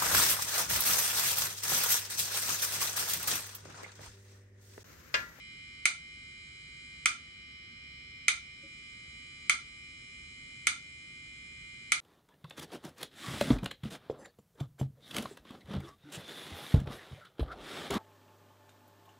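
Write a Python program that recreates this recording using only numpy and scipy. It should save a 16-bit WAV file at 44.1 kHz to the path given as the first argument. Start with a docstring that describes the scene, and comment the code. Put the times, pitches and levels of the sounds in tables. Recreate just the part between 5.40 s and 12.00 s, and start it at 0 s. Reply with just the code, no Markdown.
"""Slipping gear on a carpeted landing

A faulty motorised valve head runs in the hand, in front of an open cupboard on a carpeted landing.
Its mains motor buzzes through the gear train: steady lines plus rubbing and hiss that throb with the beat.
About every 1.2 s a worn gear jumps a tooth: a crack of friction, then the casing rings as it lands.
Early echoes and a short room tail follow each snap in stereo, over a low indoor rumble and one soft nudge."""
import sys
import numpy as np
from scipy import signal
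from scipy.fft import rfft, irfft
from scipy.io import wavfile
from scipy.ndimage import uniform_filter1d

SR = 44100
rng = np.random.default_rng(int(sys.argv[2]) if len(sys.argv) > 2 else 0)


def store_wav(level_fs):
    """Save 16-bit WAV to argv[1]."""
    pcm = np.round(np.clip(np.atleast_2d(level_fs), -1, 1) * 32767)
    wavfile.write(sys.argv[1], SR, pcm.T.astype(np.int16))


N = 291170
TIME = np.arange(N) / SR
LEFT_RIGHT = np.array([[1], [-1]])   # sign of a difference signal in the two channels


def from_db(db):
    """Amplitude factor of a level in dB."""
    return 10 ** (np.asarray(db) / 20)


def rms_one(x):
    """Scale a signal to rms 1."""
    return x / np.sqrt(np.mean(x ** 2) + 1e-20)


def spectrum_hz(size):
    """Frequencies of the real spectrum of a block."""
    return np.arange(size // 2 + 1) * SR / size


def at_hz(points, hz):
    """Read a spectrum on a log-frequency axis."""
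    known_hz, values = np.transpose(points)
    return np.interp(np.log(hz + 0.00076), np.log(known_hz), values)


def panned(left_db):
    """Gains of the two channels for a left-minus-right difference in dB."""
    return from_db(LEFT_RIGHT * left_db / 2)


def drift(rate):
    """Slow random wander: `rate` normal draws per second, joined by straight lines."""
    knots = rng.standard_normal(4096)
    return np.interp(TIME * rate, np.arange(len(knots)), knots)


# Left-right likeness of the air at the microphones: (frequency [Hz], correlation [-1 to 1])
LIKENESS = [(40, 1), (90, 0.99), (180, 0.92), (350, 0.49), (700, -0.67), (1500, 0.2), (3000, -0.045),
            (5500, 0.24), (9000, 0.76)]


def noise(spectrum, size):
    """Stereo noise of a given colour; mid and side are mixed to the likeness of the air; rms 1."""
    hz = spectrum_hz(size)
    mid, side = rfft(rng.standard_normal((2, size)))
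    alike = np.clip(at_hz(LIKENESS, hz), -1, 1)
    both = np.sqrt(1 + alike) * mid + np.sqrt(1 - alike) * side * LEFT_RIGHT
    return rms_one(irfft(both * from_db(at_hz(spectrum, hz)), size))


# Colour of the indoor rumble: (frequency [Hz], relative density [dB per Hz])
RUMBLE = [(12, -36), (20, -22), (71, 2), (96, -5), (147, -2.5), (204, -10), (241, -6), (266, -9.5),
          (393, -15), (487, -22.5), (546, -18.5), (612, -29.5), (709, -19.5), (1000, -36), (1300, -60),
          (2200, -120)]


def indoor_rumble(start_db, rise_db_per_s):
    """Low indoor noise, growing slightly louder throughout."""
    return from_db(start_db + rise_db_per_s * TIME) * noise(RUMBLE, N)


# Surfaces near the hand: (extra travel time [s], level before the common echo gain [dB])
ECHOES = [(.0042, -24), (.0078, -23), (0.0106, -16.5), (0.0265, -32.5), (.029, -28)]
# Tail of the landing: (frequency [Hz], level before the common wet gain [dB])
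TAIL = [(150, -12), (600, 1), (1000, -1), (1300, 0), (1750, -2.5), (2200, -5.5), (3600, 5), (6000, -3.5),
        (9000, -5.5), (12000, -12)]
# Decay of the tail: (frequency [Hz], time to fall 60 dB [s])
TAIL_T60 = [(150, 0.4), (1200, 0.25), (2300, 0.22), (4000, 0.26), (8000, 0.24), (12000, 0.16)]


def room(wet_db, build_s, echo_db, echo_cut_hz, size=16384):
    """Stereo response: direct path, a few early echoes, and a tail that dies band by band."""
    t, hz = TIME[:size], spectrum_hz(size)
    white = rfft(noise([(20, 0), (20000, 0)], size))
    edges = np.geomspace(100, 14000, 25)
    response = np.zeros((2, size))
    for low, high in zip(edges, edges[1:]):
        centre = np.sqrt(low * high)
        band = irfft(white * ((hz >= low) & (hz < high)), size)
        decay = np.exp(-np.log(1000) * t / at_hz(TAIL_T60, centre))
        build = 1 - np.exp(-(t / build_s) ** 2)
        share = np.sqrt(2 * (high - low) / SR / size)   # level due to the width of the band
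        response += rms_one(band * decay * build) * share * from_db(wet_db + at_hz(TAIL, centre))
    for delay, db in ECHOES:
        lags = delay + rng.uniform(-0.000356, 0.00012, (2, 1))   # each arrives from its own side
        pulse = 2 * echo_cut_hz / SR * np.sinc(2 * echo_cut_hz * (t - lags))
        response += from_db(db + echo_db) * pulse
    response[:, 0] += 1   # direct path
    return response


def swell(t, rise_s):
    """Envelope of a threefold resonance: climbs to 1 in rise_s, then dies."""
    age = np.maximum(t, 0) / rise_s
    return (age * np.exp(1 - age)) ** 2


def ring(t, hz, width_hz):
    """One mode, building up and dying away; a wider resonance does both faster."""
    return swell(t, 2 / (np.pi * width_hz)) * np.sin(2 * np.pi * hz * t)


# The hand shifts on the casing: (time [s], frequency [Hz], width [Hz], envelope peak [dB])
NUDGE = [(3.225, 553, 33, -58), (3.227, 313, 34, -56.5)]


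def hand_nudge():
    """Low modes ring softly, alike in both channels, as the hand shifts on the casing."""
    return sum(from_db(db) * ring(TIME - s, hz, width_hz) for s, hz, width_hz, db in NUDGE)


WIND_UP_S = 1.21   # time for strain to climb fully


def strain():
    """Load on the gear train: climbs from -.5 towards .5 as the motor winds up, and drops at each jump."""
    jump_times = [s for s, *_ in JUMPS]
    starts = np.array([jump_times[0] - WIND_UP_S] + jump_times)
    age = TIME - starts[np.searchsorted(starts[1:], TIME)]
    return np.minimum(age / WIND_UP_S, 1) - .5


def loaded_db(law):
    """Level of a motor layer under the present strain."""
    mid_db, wind_up_db = law
    return mid_db + wind_up_db * strain()


def seating_db(first_db, reseat_s):
    """After each jump the teeth settle into a new seat, with a hiss level of its own."""
    rows = [(0, first_db)]
    for s, *_, hiss_db in JUMPS:
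        rows += [(s, rows[-1][1]), (s + reseat_s, hiss_db)]
    times, levels = np.transpose(rows)
    return np.interp(TIME, times, levels)


BUZZ_HZ = 100.09   # two tugs on the rotor per mains cycle
TOP_WHINE_HZ = 5000   # lines above this follow the top load law
# Motor whine: (nominal frequency, snapped to a multiple of the buzz [Hz], level before load and wander [dB])
WHINE = [(1200, -77.5), (1300, -87.5), (1400, -93), (1500, -83.5), (1600, -82), (1800, -83.5), (1900, -78),
         (2000, -73.5), (2100, -57), (2200, -75), (2300, -63.5), (2400, -61), (2500, -76), (2800, -79),
         (2900, -74), (3000, -65), (3100, -70), (3200, -70.5), (3300, -79.5), (3400, -75.5), (3800, -74.5),
         (3900, -88), (4000, -70.5), (4100, -78), (4200, -78), (4500, -96), (4600, -78), (4700, -76.5),
         (5200, -78.5), (5300, -79), (5400, -83), (5500, -83)]
# Load on the main lines: (gain at mid strain [dB], gain over a full wind-up [dB])
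WHINE_LOAD = (0.27, 0.88)
# Load on the topmost lines: (gain at mid strain [dB], gain over a full wind-up [dB])
TOP_WHINE_LOAD = (4.46, -0.59)


def whine(waver_db, waver_rate, wander_db, wander_rate, side_db, left_db):
    """The rotor is tugged twice per mains cycle; the casing picks out high multiples of that beat.
    Under strain the main lines swell and the topmost fade."""
    turns = BUZZ_HZ * TIME + .002 * drift(2.76)
    lines = np.zeros((2, N))
    main_db, top_db = loaded_db(WHINE_LOAD), loaded_db(TOP_WHINE_LOAD)
    for hz, db in WHINE:
        multiple = round(hz / BUZZ_HZ)
        load_db = top_db if hz > TOP_WHINE_HZ else main_db
        line_db = db + load_db + waver_db * drift(waver_rate) + wander_db * drift(wander_rate)
        phase = 2 * np.pi * multiple * turns + rng.normal(0, 1.14)
        # standing waves in the room give each line its own lead to the left or right
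        side = from_db(side_db) * np.sign(rng.normal()) * np.sin(phase)
        lines += from_db(line_db) * (np.cos(phase) + side * LEFT_RIGHT)
    return np.sqrt(2) * panned(left_db) * lines


# Colour of the gear rub: (frequency [Hz], relative density [dB per Hz])
RUB = [(700, -28), (1050, -19), (1300, -10), (1750, -11.5), (2100, -2.5), (2400, 7.5), (2650, -31),
       (3050, 1), (3600, -20), (4000, -4), (4900, -23), (5300, -7), (5900, -24), (8000, -42.5)]
# Load on the rub: (level at mid strain [dB], gain over a full wind-up [dB])
RUB_LOAD = (-60, 0.3)
# Colour of the fine hiss of the teeth: (frequency [Hz], relative density [dB per Hz])
HISS = [(4000, -17.5), (6100, -8.5), (6700, 3.5), (8700, -1), (9400, -9.5), (10900, -21), (11500, -49)]


def motor(throb_db, rub_left_db, first_hiss_db, hiss_wind_up_db, reseat_s):
    """Whine, plus rubbing and hiss of the gears that throb with each tug of the rotor."""
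    rub = from_db(loaded_db(RUB_LOAD)) * panned(rub_left_db) * noise(RUB, N)
    hiss_db = seating_db(first_hiss_db, reseat_s) + hiss_wind_up_db * strain()
    hiss = from_db(hiss_db) * noise(HISS, N)
    throb = rms_one(from_db(throb_db * np.cos(2 * np.pi * BUZZ_HZ * TIME)))
    lines = whine(waver_db=1.0, waver_rate=9, wander_db=1.4, wander_rate=1.49, side_db=1, left_db=-1.5)
    return throb * (rub + hiss) + lines


# Colour of the crack of the sliding tooth: (frequency [Hz], relative density [dB per Hz])
CRACK = [(100, -22), (300, -16), (550, -17), (1000, -10), (1750, -13), (3000, 1.5), (4300, -2), (6000, 2.5),
         (8000, 2.5), (8800, 5), (9600, -2.5), (10500, 2), (11700, -11.5), (12500, -40)]


def crack(grit, rise_s):
    """A short burst of friction, evened to the colour of the tooth; rms about 1 at its top."""
    size = grit.shape[1]
    t = TIME[:size]
    envelope = np.sqrt(swell(t, rise_s))
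    burst = rfft(grit * envelope)
    lumps = np.sqrt(uniform_filter1d(np.abs(burst) ** 2, size=24) + 1e-12)
    coloured = burst / lumps * from_db(at_hz(CRACK, spectrum_hz(size)))
    burst = irfft(coloured, size) * (t < 20 * rise_s)
    return rms_one(burst) * np.sqrt(np.mean(envelope ** 2))


KNOCK_BELOW_HZ = 1800   # casing modes below this follow the knock level, the rest the ring level
# Gear jumps: (time [s], overall level [dB], crack level [dB], casing ring [dB], low knock [dB],
# tooth hiss at mid strain after the gear reseats [dB])
JUMPS = [(0.4544, -0.5, -2, -1.5, -3.5, -67), (1.657, 0, -3.5, -2, 0.5, -72.5),
         (2.8814, 0, -3, -1, -3.5, -66), (4.0955, -0.5, -4, -1, 0, -65), (5.2691, -2, -1, -2, 0, -65.5),
         (6.5191, -3.5, 0.5, 0.5, 1, -65)]
# Casing modes: (nominal frequency [Hz], width [Hz], level before each jump's own gains [dB],
# left minus right [dB])
CASING = [(247, 204, -46.5, 0), (693, 680, -43.5, 8), (1251, 133, -32.5, 0.5), (1347, 223, -24, -3.5),
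          (1655, 73, -44, 16), (2149, 267, -14, -4.5), (2288, 318, -10.5, -2.5), (3234, 416, -22.5, 0),
          (3550, 600, -25, -3.5), (5230, 3000, -16, 6), (6100, 730, -20.5, 4), (7350, 300, -51, -5),
          (8790, 220, -28.5, -9)]


def gear_jumps(crack_db, crack_rise_s, landing_s, variety, detune, right_lag_s, size=4096):
    """The same tooth slides off each time with a short crack, then lands and rings the casing."""
    t = TIME[:size]
    out = np.zeros((2, N + size))
    tooth = noise(CRACK, size)
    landed = t - landing_s - np.array([[0], [right_lag_s]])
    for s, db, bright_db, ring_db, knock_db, _ in JUMPS:
        grit = tooth + variety * noise(CRACK, size)
        snap = from_db(crack_db + bright_db) * crack(grit, crack_rise_s)
        for hz, width_hz, mode_db, left_db in CASING:
            jump_db = knock_db if hz < KNOCK_BELOW_HZ else ring_db
            strength = from_db(mode_db + jump_db + rng.normal(0, 0.2))
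            mode_hz = hz * (1 + detune * rng.normal())
            snap += strength * panned(left_db) * ring(landed, mode_hz, width_hz)
        start = round(s * SR)
        out[:, start:start + size] += from_db(db) * snap
    return out[:, :N]


def scene():
    """The rumble, one soft nudge, the running motor and the snaps in the room."""
    rumble = indoor_rumble(start_db=-60.8, rise_db_per_s=0.22)
    response = room(wet_db=1.14, build_s=0.002, echo_db=1.0, echo_cut_hz=12000)
    running = motor(throb_db=1.5, rub_left_db=0.0, first_hiss_db=-69, hiss_wind_up_db=1.5, reseat_s=0.5)
    snaps = gear_jumps(crack_db=-18.5, crack_rise_s=0.0013, landing_s=0.0005494,
                       variety=0.56, detune=0.0047, right_lag_s=.00005)
    snaps_in_room = signal.fftconvolve(snaps, response, axes=1)[:, :N]
    return rumble + hand_nudge() + running + snaps_in_room


def record(dry):
    """A steep low-pass takes away the top above 11.9 kHz."""
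    low_pass = signal.ellip(10, .3, 80, 11900, fs=SR, output="sos")   # ripple, stopband [dB], cutoff [Hz]
    return signal.sosfilt(low_pass, dry)


dry = scene()
out = record(dry)
store_wav(out)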